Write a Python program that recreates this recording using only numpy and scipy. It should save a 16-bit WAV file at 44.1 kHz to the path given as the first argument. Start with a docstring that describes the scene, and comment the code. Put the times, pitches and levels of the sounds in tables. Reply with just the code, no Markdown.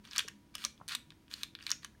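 """Fingers push the tiles of a small plastic sliding puzzle, close by in a quiet, humming room.
A tile first scrapes along its groove by stick-slip friction and clatters into its neighbours at 0.2 s;
each impact cracks and excites the damped modes of tile, frame and hollow back. A second move ends at
0.65 s, a finger thuds on the case at 0.8 s, and a third move follows at once. After a few light ticks,
more moves run from 1.3 to 1.85 s, with a firm knock at 1.7 s. Each sound leaves a short room tail."""
import sys
import numpy as np
from scipy import signal
from scipy.fft import rfft, irfft, next_fast_len
from scipy.io import wavfile

SR = 44100
rng = np.random.default_rng(int(sys.argv[2]) if len(sys.argv) > 2 else 0)


def bounce(signal):
    """Save signal as a 16-bit WAV file at the path given by the first command-line argument."""
    frames = np.transpose(np.atleast_2d(signal))
    limited = np.clip(frames, -1, 1)
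    pcm = np.round(limited * 32767).astype(np.int16)
    wavfile.write(sys.argv[1], SR, pcm)


N = 88200
TIME = np.arange(N) / SR
RING_TIME = TIME[:SR // 10]

# Tile impacts, levels as spread over 1 ms and before the low cut:
# t/s, frame level/dB, hollow level/dB, tile level/dB, tile f/Hz, crack level/dB
IMPACTS = [(.0515, -54, -56, -46, 3320, -56.5), (0.0745, -58, -51.5, -53, 5600, -72),
           (0.1116, -48, -62, -41.5, 5300, -64), (0.117, -54, -52, -46, 4160, -70),
           (0.121, -48, -57, -50, 4500, -66), (0.1326, -47, -60, -37.5, 3470, -50),
           (0.1612, -34, -36, -37, 3870, -35.5), (0.1661, -44, -40, -40, 4000, -55),
           (0.1697, -39, -53, -38, 5200, -53), (0.1807, -33.5, -45, -25, 5524, -29),
           (0.1816, -29, -45, -22, 5880, -28.5), (0.1891, -27.5, -36.5, -29, 3160, -33),
           (.193, -29.5, -53, -21.5, 3320, -30), (0.204, -34, -51, -33.5, 3670, -46),
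           (.279, -40, -41.5, -45, 5500, -55), (0.2834, -46, -55, -37.5, 5650, -40.5),
           (0.2845, -40.5, -51, -41.5, 2890, -63), (0.552, -47, -38.5, -35, 3110, -35.5),
           (0.5543, -41.5, -44, -45, 5320, -40.5), (0.5815, -60, -63, -43, 2930, -48),
           (0.6405, -41, -36, -33, 3380, -40), (0.6496, -30.5, -31, -21, 5810, -29),
           (0.7775, -64, -62, -55.5, 3380, -72), (0.8797, -47, -68, -41, 4510, -38),
           (.886, -40.5, -47, -36.5, 4000, -36), (0.8926, -43, -54, -46, 3670, -45),
           (0.9183, -35, -38, -42, 3900, -48), (.9222, -41, -52, -34, 3250, -42.5),
           (0.95, -30.5, -33.5, -28.5, 3780, -30), (0.954, -39, -47, -35.5, 4520, -40),
           (1.1046, -55, -57, -45, 3620, -57.5), (1.12, -52, -63, -59, 3370, -68),
           (1.2804, -60, -76, -57.5, 3180, -72), (1.3131, -47.5, -56, -42.5, 3520, -50.5),
           (1.339, -52, -57, -32.5, 4310, -41), (1.433, -37, -40.5, -28.5, 3715, -33),
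           (1.5512, -42.5, -59, -36.5, 3660, -54.5), (1.5886, -47.5, -65, -52, 3280, -68),
           (1.6081, -62, -69, -46, 2780, -72), (1.6261, -47.5, -66, -46.5, 4830, -62),
           (1.638, -72, -72, -53, 4670, -59), (1.6662, -35, -45.5, -30, 4220, -40),
           (1.6772, -49, -56, -44, 3630, -53), (1.694, -54, -51, -38, 4020, -53),
           (1.7042, -37, -38, -30, 5900, -36.5), (1.716, -33.5, -39.5, -19, 5590, -31.5),
           (1.725, -45, -48, -38, 2640, -56), (1.8315, -46.5, -49, -52, 3650, -61),
           (1.8463, -35.5, -39, -41.5, 6100, -41)]
# Adjacent tiles set ringing: t/s, level/dB, f/Hz, room send/dB
NEIGHBOUR_RINGS = [(.1815, -24.5, 6900, 0), (0.5529, -39, 5330, 5), (.65, -36, 8480, -1),
                   (.9505, -34, 7900, -5), (1.105, -60.5, 2430, -1), (1.3389, -39, 4270, -10),
                   (1.4328, -35, 6150, -1.5), (1.6666, -38, 2350, 6), (1.7163, -30.5, 6540, 2.5),
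                   (1.847, -45.5, 9900, -7)]
# Modes of a tile: ratio to its pitch, relative level/dB, T60/s at the reference pitch
TILE_MODES = [(.74, 0.5, 0.0019), (1, 0, 0.0047), (1.17, -3, 0.0035), (1.5, -5.5, 0.0013)]
# Modes of the frame: f/Hz, relative level/dB, T60/s
FRAME_MODES = [(1481, -2.5, 0.012), (1674, -1.5, 0.016), (1812, -.5, 0.012), (2020, -2.5, 0.0058),
               (2390, -0.5, 0.013), (2578, -3.5, 0.014), (2830, -3.5, 0.011), (3087, -1.5, .016),
               (3417, -0.5, 0.0078), (3695, -4.5, 0.023), (4445, 0, 0.0072)]
# Modes of the hollow back of the case: f/Hz, relative level/dB, T60/s
HOLLOW_MODES = [(1033, -10, 0.062), (1190, 6.5, 0.019), (1254, -13, 0.015)]
# Spectrum of the impact crack: f/Hz, relative level/dB
CRACK_SPECTRUM = [(1000, -53), (4000, -8), (7000, -2), (9000, -3.5), (11000, -7), (13000, -8.5),
                  (16000, -21)]
# Tile strokes: start t/s, end t/s, start level/dB, end level/dB, relative hiss level/dB
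STROKES = [(0.039, 0.095, -62.5, -63.5, -7.5), (0.097, 0.151, -67, -53, -3.5),
           (.153, 0.173, -47.5, -46, -14), (0.185, 0.213, -44, -48, -11), (0.543, 0.576, -54.5, -65, -9),
           (0.586, 0.666, -56.5, -48, -4.5), (0.89, 0.915, -44.5, -42.5, -9),
           (0.918, 0.948, -40.5, -46, -9), (1.299, 1.338, -66, -50.5, -2), (1.35, 1.449, -60.5, -61, -1),
           (1.595, 1.606, -62, -58, -15), (1.614, 1.673, -62, -64.5, -3.5),
           (1.676, 1.724, -55.5, -45.5, -6.5), (1.822, 1.864, -62, -63.5, -8)]
# Response of a tile's face to friction: f/Hz, relative level/dB
FACE_RESPONSE = [(500, -18.5), (850, -11), (1100, -10.5), (2000, -1.5), (3000, 0.5), (4300, 3.5),
                 (5200, -16), (7000, -14), (9000, -14.5), (16000, -48)]
# Spectrum of the groove's hiss: f/Hz, relative level/dB
HISS_SPECTRUM = [(2000, -7.5), (6000, 0), (9000, -2), (11500, -13), (13000, -5), (16000, -16)]
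# Finger bumps on the case: t/s, level/dB, f/Hz, T60/s
FINGER_BUMPS = [(.19, -51, 480, 0.054), (.2485, -46, 436, 0.031), (.5525, -54.5, 646, 0.019),
                (.65, -52.5, 567, 0.066), (.8012, -52.5, 1050, 0.0064), (.813, -50, 190, 0.043),
                (.8129, -43, 884, 0.006), (.8152, -46.5, 1230, 0.0084), (1.7165, -53.5, 615, 0.021),
                (1.9492, -58, 1710, 0.025)]
# Spectrum of the reflections: f/Hz, relative level/dB
ECHO_SPECTRUM = [(300, 4), (1200, -0.5), (2500, 5.5), (4000, 0.5), (5500, -2), (7000, .5), (10000, -1.5),
                 (16000, -2)]
# Spectrum of the room's rumble: f/Hz, relative level/dB
RUMBLE_SPECTRUM = [(20, -11.5), (33, -18.5), (45, 1), (60, 2.5), (85, 0), (150, -2.5), (230, -2.5),
                   (320, -7.5), (420, -13), (750, -20.5), (2000, -23), (5000, -28), (10000, -31),
                   (16000, -35.5)]
# Lasting hum tones: f/Hz, level/dB
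HUM_TONES = [(152, -80), (215, -77.5), (282, -74.5), (323, -76), (964, -82.5)]
# Gaussian swells of hum: centre t/s, half width/s, level/dB, f/Hz
HUM_SWELLS = [(0.017, 0.048, -58, 211.8), (0.33, 0.1, -66.5, 203), (0.69, 0.15, -69, 218.4),
              (.88, 0.072, -67, 156.6), (0.99, 0.035, -63.5, 241.7), (1.092, 0.046, -62, 152.5)]
# Microphone response: f/Hz, level/dB
MICROPHONE_RESPONSE = [(5000, 0.5), (6800, 0), (7400, -5), (8300, -0.5), (9200, -1), (13000, -2),
                       (15500, 0)]

CONTACT_RISE_S, CRACK_T60_S, NEIGHBOUR_T60_S = 0.00033, 0.0095, 0.0044
TILE_REFERENCE_HZ, TILE_DAMPING = 3800, 0.76  # ring time falls by this power of the pitch
TILE_ROOM_DB = -1.5  # a tile's face beams at the listener, so less reaches the room
FRAME_SCATTER_DB = 1.7


def knocks():
    """Impact excitation: a crack and the free vibration of tiles and case; returns (direct, spill)."""
    direct, spill = np.zeros((2, N))  # spill is the sound sent into the room
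    onset = 1 - np.exp(-(RING_TIME / CONTACT_RISE_S) ** 2)
    for s, frame_db, hollow_db, tile_db, tile_hz, crack_db in IMPACTS:
        burst = rng.standard_normal(len(RING_TIME)) * decay(RING_TIME, CRACK_T60_S)
        crack = colour(burst, CRACK_SPECTRUM)
        frame = ring(FRAME_MODES, scatter_db=FRAME_SCATTER_DB)
        t60_scale = (TILE_REFERENCE_HZ / tile_hz) ** TILE_DAMPING
        tile_modes = [(ratio, db, t60 * t60_scale) for ratio, db, t60 in TILE_MODES]
        tile = ring(tile_modes, tile_hz, scatter_db=0.65, alternate=True)
        hollow = ring(HOLLOW_MODES)
        for db, part, room_db in [(frame_db, frame, 0), (hollow_db, hollow, 0),
                                  (tile_db, tile, TILE_ROOM_DB), (crack_db, crack, 0)]:
            blow = from_db(db) * unit_energy(rebound(onset * part, tile_hz))
            add_blow(direct, s, blow)
            add_blow(spill, s, from_db(room_db) * blow)
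    for s, db, hz, room_db in NEIGHBOUR_RINGS:
        blow = from_db(db) * unit_energy(onset * damped_sine(hz, NEIGHBOUR_T60_S))
        add_blow(direct, s, blow)
        add_blow(spill, s, from_db(room_db) * blow)
    return np.array([direct, spill])


def ring(modes, pitch=1, scatter_db=0, alternate=False):
    """Modal superposition: a struck body sums damped modes, in phase or with alternating signs."""
    total = 0
    for k, (f, db, t60) in enumerate(modes):
        sign = (-1) ** k if alternate else 1
        gain = from_db(db + scatter_db * rng.normal())
        total += sign * gain * unit_energy(damped_sine(f * pitch, t60))
    return unit_energy(total)


def rebound(blow, hz, near_s=0.0006, level_db=-13):
    """Constructive interference: a weaker second touch follows after a whole number of tile cycles."""
    gap = np.round(near_s * hz) / hz
    return blow + from_db(level_db) * np.interp(RING_TIME - gap, RING_TIME, blow, left=0)


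def slides(edge_s=0.0073, frame_db=-0.5, face_db=-5.5):
    """Forced vibration: friction shakes the moving tile's face and the frame while the groove hisses."""
    jolts = slips()
    face = from_db(face_db) * unit_rms(colour(jolts, FACE_RESPONSE))
    hiss = unit_rms(colour(rng.standard_normal(N), HISS_SPECTRUM))
    out = np.zeros(N)
    for start, end, start_db, end_db, hiss_db in STROKES:
        gate = np.clip(np.minimum(TIME - start, end - TIME) / edge_s + 0.5, 0, 1)
        push = gate * from_db(np.interp(TIME, [start, end], [start_db, end_db]))
        frame = signal.fftconvolve(jolts * push, ring(FRAME_MODES, scatter_db=FRAME_SCATTER_DB))[:N]
        out += from_db(frame_db) * frame + push * (face + from_db(hiss_db) * hiss)
    return out


def slips(per_second=3000, scatter_db=3.5):
    """Stick-slip friction: a dense random train of tiny impulses of uneven size."""
    sizes = from_db(scatter_db * np.minimum(rng.exponential(1, N), 4))
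    signs = rng.choice([-1, 1], N)
    slipping = rng.random(N) < per_second / SR
    return unit_rms(sizes * signs * slipping)


def bumps(attack_s=0.0009):
    """Soft impact: each bump of a finger excites one heavily damped mode of the case."""
    out = np.zeros(N)
    onset = 1 - np.exp(-RING_TIME / attack_s)
    for s, db, hz, t60 in FINGER_BUMPS:
        add_blow(out, s, from_db(db) * unit_energy(onset * damped_sine(hz, t60)))
    return out


def room(direct, spill):
    """Reflection: hands and chest return the direct sound early; the spill reverberates in the room."""
    near = reflections(level_db=-11.5, delay_s=0.0012, t60_s=0.026)
    far = reflections(level_db=-14.5, delay_s=0.0052, t60_s=0.25)
    return direct + signal.fftconvolve(direct, near)[:N] + signal.fftconvolve(spill, far)[:N]


def reflections(level_db, delay_s, t60_s):
    """Diffuse impulse response: dense echoes build up after a delay and decay exponentially."""
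    build_up = np.clip(TIME / delay_s - 1, 0, 1)
    echoes = rng.standard_normal(N) * decay(TIME, t60_s) * build_up
    return from_db(level_db) * unit_energy(colour(echoes, ECHO_SPECTRUM))


def background(rumble_db=-64.6):
    """Ambient noise: a continuous low spectrum with hum tones that waver and swell."""
    rumble = from_db(rumble_db) * unit_rms(colour(rng.standard_normal(2 * N), RUMBLE_SPECTRUM)[N:])
    hum = sum(from_db(db) * hum_tone(hz, waver_hz=2.55) for hz, db in HUM_TONES)
    swells = sum(from_db(db) * np.exp(-((TIME - s) / half_width) ** 2) * hum_tone(hz, waver_hz=11.5)
                 for s, half_width, db, hz in HUM_SWELLS)
    return rumble + hum + swells


def hum_tone(hz, waver_hz, depth=0.66):
    """Narrow-band modulation: slow noise varies a tone's amplitude and phase."""
    lowpass = signal.butter(2, waver_hz, fs=SR, output="sos")
    in_phase, quadrature = unit_rms(signal.sosfilt(lowpass, rng.standard_normal((2, 2 * N)))[:, N:])
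    envelope = 1 + depth * (in_phase + 1j * quadrature)
    return unit_rms(np.real(envelope * np.exp(2j * np.pi * hz * TIME)))


def from_db(db):
    """Amplitude ratio of a level in decibels."""
    return 10 ** (np.asarray(db) / 20)


def unit_rms(x):
    """Normalisation to a mean square of 1."""
    return x / np.sqrt(np.mean(x ** 2) + 1e-20)


def unit_energy(x):
    """Normalisation to a sum of squares of 1."""
    return x / np.sqrt(np.sum(x ** 2) + 1e-20)


def decay(t, t60):
    """Exponential damping: 60 dB down after t60."""
    return np.exp(-np.log(1000) * t / t60)


def damped_sine(hz, t60):
    """Free vibration of a damped oscillator."""
    return np.sin(2 * np.pi * hz * RING_TIME) * decay(RING_TIME, t60)


def colour(x, points):
    """Minimum-phase filtering through (f/Hz, level/dB) points."""
    hz, db = np.transpose(points)
    size = 2 * next_fast_len(len(x))
    f = np.maximum(np.arange(size // 2 + 1) * SR / size, 1)
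    gain = from_db(np.interp(np.log(f), np.log(hz), db))
    cepstrum = irfft(np.log(gain))
    cepstrum[1:size // 2] *= 2  # folding onto positive time makes the filter causal
    cepstrum[size // 2 + 1:] = 0
    return irfft(rfft(x, size) * np.exp(rfft(cepstrum)))[:len(x)]


def add_blow(out, s, blow):
    """Superposition of a blow at time s; unit energy counts as rms 1 for 1 ms."""
    start = int(s * SR)
    out[start:start + len(blow)] += blow[:N - start] * np.sqrt(SR / 1000)


def scene(low_cut_hz=1112, bump_room_db=3):
    """Radiation: the small puzzle emits little bass; its whole case sends bumps in all directions."""
    low_cut = signal.butter(4, low_cut_hz, "high", fs=SR, output="sos")
    direct, spill = signal.sosfilt(low_cut, knocks() + slides())
    thuds = bumps()
    puzzle = room(direct + thuds, spill + from_db(bump_room_db) * thuds)
    return (puzzle + background())[None]


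def record(dry, cutoff_hz=16000):
    """Frequency response: the microphone colours the treble, and a steep low-pass limits the band."""
    lowpass = signal.ellip(10, 0.2, 80, cutoff_hz, fs=SR, output="sos")
    return signal.sosfilt(lowpass, colour(dry[0], MICROPHONE_RESPONSE))[None]


dry = scene()
out = record(dry)
bounce(out)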